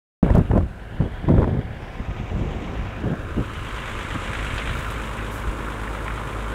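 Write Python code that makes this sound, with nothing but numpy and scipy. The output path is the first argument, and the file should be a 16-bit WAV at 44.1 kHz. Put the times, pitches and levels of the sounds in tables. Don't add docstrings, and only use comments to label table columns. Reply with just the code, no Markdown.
import sys
import numpy as np
from scipy import signal
from scipy.fft import rfft, irfft, next_fast_len
from scipy.io import wavfile

SR = 44100
rng = np.random.default_rng(int(sys.argv[2]) if len(sys.argv) > 2 else 0)


def to_wav(sig):
    pcm = np.clip(np.atleast_2d(sig), -1, 1) * 32767
    pcm = np.round(pcm).astype(np.int16)
    wavfile.write(sys.argv[1], SR, pcm.T)


N = 288414
TIME = np.arange(N) / SR
FIRING_HZ, CYLINDERS = 52.6, 6

# pitch in Hz, relative level in dB.
BLOCK_TONE = [(20, -23), (48, 5), (68, 0), (130, 0.5), (180, -5.5), (300, -2), (480, -6), (590, -5.5),
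              (690, -10.5), (1000, -8), (1500, -45.5)]
KNOCK_TONE = [(250, -13.5), (390, -5.5), (490, -3.5), (570, 1), (690, -1.5), (900, -1.5), (1060, 4.5),
              (1150, 1), (1300, 2.5), (1550, -0.5), (1900, -10.5), (2600, -55), (4000, -62)]
CLATTER_TONE = [(1000, -8.5), (1800, 2), (2020, 1.5), (2250, 2.5), (2600, -2.5), (3200, -4), (3800, -8),
                (4600, -27), (6000, -29), (9000, -62)]
HISS_TONE = [(3000, -6), (4200, 2), (5000, -1), (5800, -2), (7200, 1.5), (9000, 0.5), (11000, -2.5),
             (13500, -10), (15500, -16)]
# vibrations per engine cycle, relative level in dB.
GEAR_TONES = [(90, -10.5), (113, -15), (120, -10), (142, -7), (201, -14.5), (210, -18)]
# level in the open in dB, dB lost per dB of the bin's shadow,
# change in dB when facing the exhaust pipe.
EXHAUST_LEVEL = (-33.5, 0.54, 3.2)
KNOCK_LEVEL = (-37.5, 0.85, .2)
CLATTER_LEVEL = (-36.5, 1, -6.5)
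HISS_LEVEL = (-51.5, 1.32, -3.5)
def engine():
    cycles = np.cumsum(FIRING_HZ * (1 + .001 * wander(5))) / SR / CYLINDERS
    exhaust_db, knock_db, clatter_db = map(heard_db, (EXHAUST_LEVEL, KNOCK_LEVEL, CLATTER_LEVEL))
    crisp = undb(.5 * (clatter_db - clatter_db.max()))
    block = combustion(cycles, BLOCK_TONE, repeat=.44, punch=.16, decay_s=.0057)
    knock = combustion(cycles, KNOCK_TONE, repeat=.36, punch=1.9 * crisp, decay_s=.018)
    gears = tones(cycles, GEAR_TONES, waver_db=5.5) * undb(knock_db - 10)
    clatter = combustion(cycles, CLATTER_TONE, repeat=.5, punch=2 * crisp, decay_s=.018)
    hiss = combustion(cycles, HISS_TONE, repeat=.13, punch=1.34 * crisp, decay_s=.015)
    hiss_gain = np.hypot(undb(heard_db(HISS_LEVEL)), undb(-63))
    throb = exhaust(cycles) * undb(exhaust_db)
    metal = panels(knock * undb(knock_db) + clatter * undb(clatter_db), cycles)
    body = block * undb(exhaust_db - 3.5) + metal + gears + bin_edge(hiss) * hiss_gain
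    return throb + ground_echo(body)


# vibrations per engine cycle, relative level in dB.
EXHAUST_TONES = [(6, .7), (12, -10.5), (18, -24), (26, -12), (31, -22.5), (34, -21), (48, -20.5), (53, -20),
                 (54, -20), (60, -18), (63, -27.5), (66, -24)]
def exhaust(cycles, pulley_hz=133.6, pulley_db=-18):
    pulley = undb(pulley_db + 2 * wander(4.4)) * np.sqrt(2) * np.sin(2 * np.pi * pulley_hz * TIME)
    return unit(tones(cycles, EXHAUST_TONES, waver_db=.5) + pulley)


def combustion(cycles, tone, repeat, punch, decay_s, uneven_db=3):
    size = int(SR * CYLINDERS / FIRING_HZ)
    alike = rng.standard_normal(size)[(cycles * size).astype(int) % size]
    shake = np.sqrt(repeat) * alike + np.sqrt(1 - repeat) * rng.standard_normal(N)
    firing, progress = np.divmod(cycles * CYLINDERS + .18, 1)
    firing = firing.astype(int)
    cylinder = rng.permutation(np.linspace(-1, 1, CYLINDERS))[firing % CYLINDERS]
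    stroke = rng.uniform(-1.1, .7, N)[firing]
    force = undb(uneven_db * (cylinder + stroke))
    fade = np.exp(-progress / FIRING_HZ / decay_s)
    return colour(shake * (1 + punch * force * fade), tone)


def panels(sound, cycles, pitch_range_hz=(1000, 3200), boost_db=3.5, width_hz=330):
    firing = (cycles * CYLINDERS).astype(int)
    centre_hz = rng.uniform(*pitch_range_hz, firing[-1] + 1)[firing]
    ringing = shape_bands(sound, [(centre_hz, np.full(N, boost_db), width_hz)])
    return unit(ringing) * np.std(sound)


# time in seconds, depth of its sound shadow in dB.
BIN_SHADOW = [(.3, 8), (.7, 15.5), (1.15, 10), (1.7, 10.5), (1.9, 9), (2.75, 6), (3.15, 5.5), (3.5, 2.5),
              (3.75, 1.26), (4.5, -0.5), (6.5, -0.67)]
# time in seconds, direction from 0 (block) to 1 (pipe).
FACING = [(1.6, 0.092), (2.1, 0.18), (2.8, 0.079), (3.15, 0.7), (3.8, 0.06), (4.7, 0), (5.15, 0.64),
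          (5.4, 0.85), (6.5, 0.84)]
def heard_db(level):
    open_db, shadow_share, turned_db = level
    return open_db - shadow_share * curves(BIN_SHADOW)[0] + turned_db * curves(FACING)[0]


# time in seconds, how clear it is from 0 to 1,
# highest pitch that bends round the edge in Hz.
BIN_EDGE = [(.3, 0.86, 4960), (1.6, 0.43, 4600), (1.85, 0.57, 5500), (2.2, 0.06, 6260), (2.55, 0.16, 6560),
            (2.9, 0.27, 5670), (3.4, 0.77, 6700), (4.2, 0.52, 7650), (5.3, 0.8, 8040)]
def bin_edge(hiss):
    clear, edge_hz = curves(BIN_EDGE)
    muffled = unit(lowpass(hiss, edge_hz, damping=.51))
    return unit(clear * hiss + (1 - clear) * muffled)


# time in seconds, first weakened pitch in Hz,
# step to the next one in Hz, echo strength from 0 to 1.
ECHO_DIPS = [(.6, 1060, 1140, 0.2), (1.15, 1210, 1340, 0.2), (1.5, 1270, 1500, 0.45),
             (1.75, 1200, 1320, 0.35), (2.1, 1400, 1400, 0.18), (2.7, 1220, 1300, 0),
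             (2.95, 980, 1150, 0.14), (3.1, 935, 1160, 0.15), (3.25, 890, 1110, 0.4),
             (3.55, 700, 1480, 0.32), (3.8, 740, 1520, 0.05), (4.55, 774, 1340, 0.15),
             (4.9, 724, 1290, 0.23), (5.4, 665, 1320, 0.06), (6.5, 710, 1350, 0)]
def ground_echo(sound, top_hz=4200):
    dip_hz, spacing_hz, strength = curves(ECHO_DIPS)
    dull = signal.sosfiltfilt(butter(1, top_hz), sound)
    dull = signal.hilbert(dull, next_fast_len(N))[:N]
    delayed = np.interp(TIME - 1 / spacing_hz, TIME, dull)
    phase_turn = -np.exp(2j * np.pi * dip_hz / spacing_hz)
    echo = np.real(phase_turn * delayed)
    return (sound + strength * echo) / np.sqrt(1 + strength ** 2)


# time in seconds, centre pitch in Hz, gain in dB.
LOW_BOOST = [(.7, 1470, 5.5), (.9, 1610, 6), (1.15, 1590, 4.5), (1.55, 1580, 3.5), (1.8, 1570, 4.5),
             (2, 1620, 1), (2.7, 1510, -1.5), (2.93, 1830, 2.5), (3.1, 1650, 7), (3.27, 1590, 5),
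             (3.5, 1350, -2.5), (3.8, 1300, 3), (4.3, 1300, 0), (5.2, 1210, 0), (6.5, 1380, 2.5)]
HIGH_BOOST = [(.65, 2750, 2), (.9, 2850, 5.2), (1.15, 3250, 4.2), (1.4, 3480, 4.4), (1.6, 2780, 1),
              (1.8, 2570, 6.1), (2.2, 2680, 4.5), (2.7, 2800, 1.9), (2.95, 2480, 5.5), (3.08, 3180, 5.4),
              (3.3, 3170, 1), (3.5, 3050, 1.7), (4, 2970, .5), (6.5, 3200, 0.58)]
SWALLOWED = [(.6, 1050, -2), (1.6, 1100, -2), (2.8, 1000, 1), (3.15, 920, -4), (3.5, 720, -4.5),
             (4.3, 760, 0.5), (5.2, 690, -4), (6.5, 680, -3.5)]
def gap(sound, widths_hz=(370, 480, 160)):
    bands = zip((LOW_BOOST, HIGH_BOOST, SWALLOWED), widths_hz)
    return shape_bands(sound, [(*curves(table), width_hz) for table, width_hz in bands])


# pitch in Hz, width in Hz, relative level in dB.
BIN_NOTES = [(552, 68, 0), (740, 113, 17.5), (975, 210, 11.5), (1674, 290, 3.5), (2240, 330, -13)]
def grain_bin(near_shadow_db=5.5):
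    roar = rng.standard_normal(N)
    ring = np.zeros(N)
    for hz, width_hz, db in BIN_NOTES:
        band = butter(2, [hz - width_hz / 2, hz + width_hz / 2], "band")
        ring += undb(db) * unit(signal.sosfilt(band, roar))
    shadow_db, = curves(BIN_SHADOW)
    near = np.clip(shadow_db / near_shadow_db, 0, 1) ** 2
    return unit(ring) * near * undb(-40 - shadow_db)


# pitch in Hz, relative level in dB.
WIND_TONE = [(12, -27), (22, 2.5), (50, 4), (90, 2), (180, -2), (330, -4), (550, -4.5), (1000, -7),
             (1600, -10), (4000, -23), (12000, -27)]
def wind():
    eddies = colour(rng.standard_normal(N) * undb(2.4 * wander(250)), WIND_TONE)
    return gusts(eddies) + slaps(eddies) + breeze(eddies) + thumps()


# start in seconds, length in seconds, level in dB, lowest and highest pitch in Hz.
GUSTS = [(0.223, 0.022, -16, 29.4, 300), (0.255, 0.053, -22.5, 25, 573), (0.299, 0.017, -13.5, 22, 223),
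         (0.346, 0.045, -11, 22, 300), (0.405, 0.017, -19, 50, 298), (0.499, 0.019, -16.5, 22, 220),
         (0.53, 0.018, -19, 25, 450), (0.552, 0.026, -14.5, 40, 320), (0.578, 0.059, -22.5, 35, 170),
         (1.0, 0.023, -17.5, 45, 227), (1.036, 0.031, -27, 60, 316), (1.237, 0.0066, -25.5, 50.3, 300),
         (1.281, 0.042, -13, 55, 243), (1.336, 0.047, -17.5, 50, 300), (1.383, 0.033, -16, 50, 230),
         (1.425, 0.066, -23.5, 50, 262), (1.491, 0.11, -23.5, 66, 306), (1.99, 0.012, -26, 40, 199),
         (2.081, 0.021, -24, 35, 127), (2.198, 0.018, -24.5, 35, 120), (2.303, 0.2, -24.5, 50, 274),
         (2.53, 0.22, -34, 130, 296), (2.782, 0.097, -27.5, 35, 191), (2.97, 0.082, -34, 90, 300),
         (3.036, 0.1, -23, 130, 280), (3.369, 0.042, -20.5, 110, 241), (4.147, 0.011, -24, 30, 252),
         (4.441, 0.13, -30.5, 22, 89), (4.67, 0.13, -28.5, 22, 111), (5.471, 0.015, -21, 25.3, 79)]
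def gusts(eddies, rise_s=.0036, fall_s=.015, lead_s=.022, trail_s=.023):
    rush = colour(rng.standard_normal(N), HISS_TONE) * undb(-52)
    out = np.zeros(N)
    for start, length, db, bottom_hz, top_hz in GUSTS:
        part = around(start, length)
        t = TIME[part] - start
        past_end = np.maximum(t - length, 0)
        swell = np.clip(t / rise_s + .5, 0, 1) * np.exp(-past_end / fall_s)
        fringe = undb(-15) * np.exp(np.minimum(t, 0) / lead_s - past_end / trail_s)
        rumble = buffet(eddies[part], np.maximum(swell, fringe), bottom_hz, top_hz)
        out[part] += undb(db) * (rumble + swell * rush[part])
    return out


# time in seconds, level in dB, highest pitch in Hz.
SLAPS = [(0.231, -16.5, 595), (0.304, -13.5, 597), (0.358, -18, 650), (0.369, -17, 800), (0.397, -26, 800),
         (0.515, -18.5, 600), (0.578, -16.5, 600), (0.611, -27, 800), (1.011, -20, 330), (1.023, -23, 450),
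         (1.287, -16.5, 600), (1.293, -22, 800), (1.302, -20, 447), (1.382, -20.5, 800), (1.42, -19.5, 600),
         (1.431, -19, 800), (1.444, -16.5, 700), (1.479, -19, 600), (1.549, -30, 500), (4.16, -25.5, 500)]
def slaps(eddies, slap_s=.002855, suction_s=.00038, bottom_hz=238):
    out = np.zeros(N)
    for when, db, top_hz in SLAPS:
        part = around(when, 0, margin_s=.15)
        t = TIME[part] - when
        backwards = eddies[around(when, slap_s)][::-1][:len(t)]
        slap = buffet(backwards, np.exp(-(t / slap_s) ** 2), bottom_hz, top_hz)
        suction = undb(2) * np.exp(-np.abs(t) / suction_s)
        out[part] += undb(db) * (slap - suction)
    return out


def buffet(eddies, envelope, bottom_hz, top_hz):
    band = np.vstack([butter(2, top_hz), butter(2, bottom_hz, "high")])
    burst = signal.sosfilt(band, eddies) * envelope
    return burst * np.sqrt(np.sum(envelope ** 2) / np.sum(burst ** 2))


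# time in seconds, peak in dB before the overload, pitch in Hz.
THUMPS = [(0.2325, -1, 186), (0.249, -10, 220), (0.313, -6, 130), (0.383, -12, 110), (0.627, -13, 120),
          (1.008, -12, 130), (1.283, -6.5, 129), (1.391, -3, 94), (1.592, -12, 140)]
def thumps():
    out = np.zeros(N)
    for when, db, hz in THUMPS:
        part = around(when, 0)
        spread = (np.pi * hz * (TIME[part] - when)) ** 2
        out[part] += undb(db) * (1 - 2 * spread) * np.exp(-spread)
    return out


# time in seconds, peak in dB.
TICKS = [(0.23, -44), (0.3534, -19.5), (0.358, -25), (0.383, -24), (.579, -29), (1.403, -37)]
def ticks():
    out = np.zeros(N)
    for when, db in TICKS:
        out[int(when * SR)] = undb(db)
    return signal.lfilter([1], [1, -.55], out)


# time in seconds, level in dB.
BREEZE = [(.6, -32.5), (.85, -40.5), (1.1, -33), (1.5, -29), (1.8, -34), (2.25, -36.5), (2.6, -30.5),
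          (3.6, -34), (4.7, -33.5), (5, -42)]
def breeze(eddies, top_hz=142, puff_db=2.5, puffs_per_s=12):
    rumble = unit(signal.sosfilt(butter(2, top_hz), eddies[::-1]))
    level_db, = curves(BREEZE)
    return rumble * undb(level_db + puff_db * wander(puffs_per_s))


# start in seconds, level in dB before the rise and fade,
# centre pitch in Hz, width in Hz, fade time in seconds.
STRAW_SNAPS = [(1.775, -57, 5300, 1000, .12), (4.146, -20, 1360, 700, 0.0076),
               (4.579, -20.5, 2050, 3300, 0.0057), (4.591, -19.5, 1500, 2200, 0.0065),
               (4.72, -51, 13500, 5000, .14), (4.909, -37, 10300, 3520, 0.0035),
               (5.175, -28.5, 1840, 1670, 0.028), (5.305, -41, 9500, 9900, 0.056),
               (5.681, -23, 1380, 900, 0.0071), (5.871, -22.5, 1450, 800, 0.0084),
               (6.08, -15.5, 1650, 1600, 0.0022), (6.1, -26, 1740, 1400, 0.0099)]
def straw(grain_db=3.5, rise_share=.45):
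    out, t = np.zeros(N), TIME[:SR // 2]
    for start, db, hz, width_hz, decay_s in STRAW_SNAPS:
        grains = rng.standard_normal(len(t)) * undb(grain_db * rng.standard_normal(len(t)))
        band_hz = [max(hz - width_hz / 2, 100), min(hz + width_hz / 2, .45 * SR)]
        burst = unit(signal.sosfilt(butter(4, band_hz, "band"), grains))
        envelope = np.exp(-t / decay_s) * (1 - np.exp(-t / (rise_share * decay_s)))
        at = int(start * SR)
        out[at:at + len(t)] += (undb(db) * burst * envelope)[:N - at]
    return out


def tones(cycles, table, waver_db):
    return np.sqrt(2) * sum(undb(db + waver_db * wander(7.6)) * np.cos(2 * np.pi * per_cycle * cycles)
                            for per_cycle, db in table)


def colour(sound, tone):
    hz, db = np.transpose(tone)
    size = next_fast_len(len(sound))
    pitches = np.maximum(np.arange(size // 2 + 1) * SR / size, 1)
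    gain = undb(np.interp(np.log(pitches), np.log(hz), db))
    return unit(irfft(rfft(sound, size) * gain, size)[:len(sound)])


def shape_bands(sound, bands):
    hz, times, spectrum = signal.stft(sound, SR, nperseg=512)
    gain_db = 0
    for centre_hz, db, width_hz in bands:
        offset_hz = hz[:, None] - np.interp(times, TIME, centre_hz)
        gain_db += np.interp(times, TIME, db) * 2 ** -(2 * offset_hz / width_hz) ** 2
    return signal.istft(spectrum * undb(gain_db), SR, nperseg=512)[1][:N]


def lowpass(sound, corner_hz, damping):
    hz, times, spectrum = signal.stft(sound, SR, nperseg=512)
    ratio = hz[:, None] / np.interp(times, TIME, corner_hz)
    loss = (1 - ratio ** 2) ** 2 + (damping * ratio) ** 2
    return signal.istft(spectrum / loss, SR, nperseg=512)[1][:N]


def butter(order, hz, kind="low"):
    return signal.butter(order, hz, kind, fs=SR, output="sos")


def wander(per_s):
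    steps = rng.standard_normal(int(per_s * N / SR) + 2)
    return 1.176 * np.interp(TIME, np.arange(len(steps)) / per_s, steps)


def curves(table):
    times, *columns = np.transpose(table)
    return [np.interp(TIME, times, column) for column in columns]


def around(start, length, margin_s=.15):
    return slice(int((start - margin_s) * SR), int((start + length + margin_s) * SR))


def undb(db):
    return 10 ** (np.asarray(db) / 20)


def unit(sound):
    return sound / np.sqrt(np.mean(sound ** 2))


def scene(ceiling=.58, sharpness=5):
    air = gap(engine() + ground_echo(grain_bin())) + wind() + straw()
    rounded = air / (1 + np.abs(air / ceiling) ** sharpness) ** (1 / sharpness)
    return (rounded + ticks())[None]


def record(dry, start_s=.2283, top_hz=15700):
    treble_cut = signal.ellip(10, .2, 70, top_hz, fs=SR, output="sos")
    return signal.sosfilt(treble_cut, dry * (TIME >= start_s))


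dry = scene()
out = record(dry)
to_wav(out)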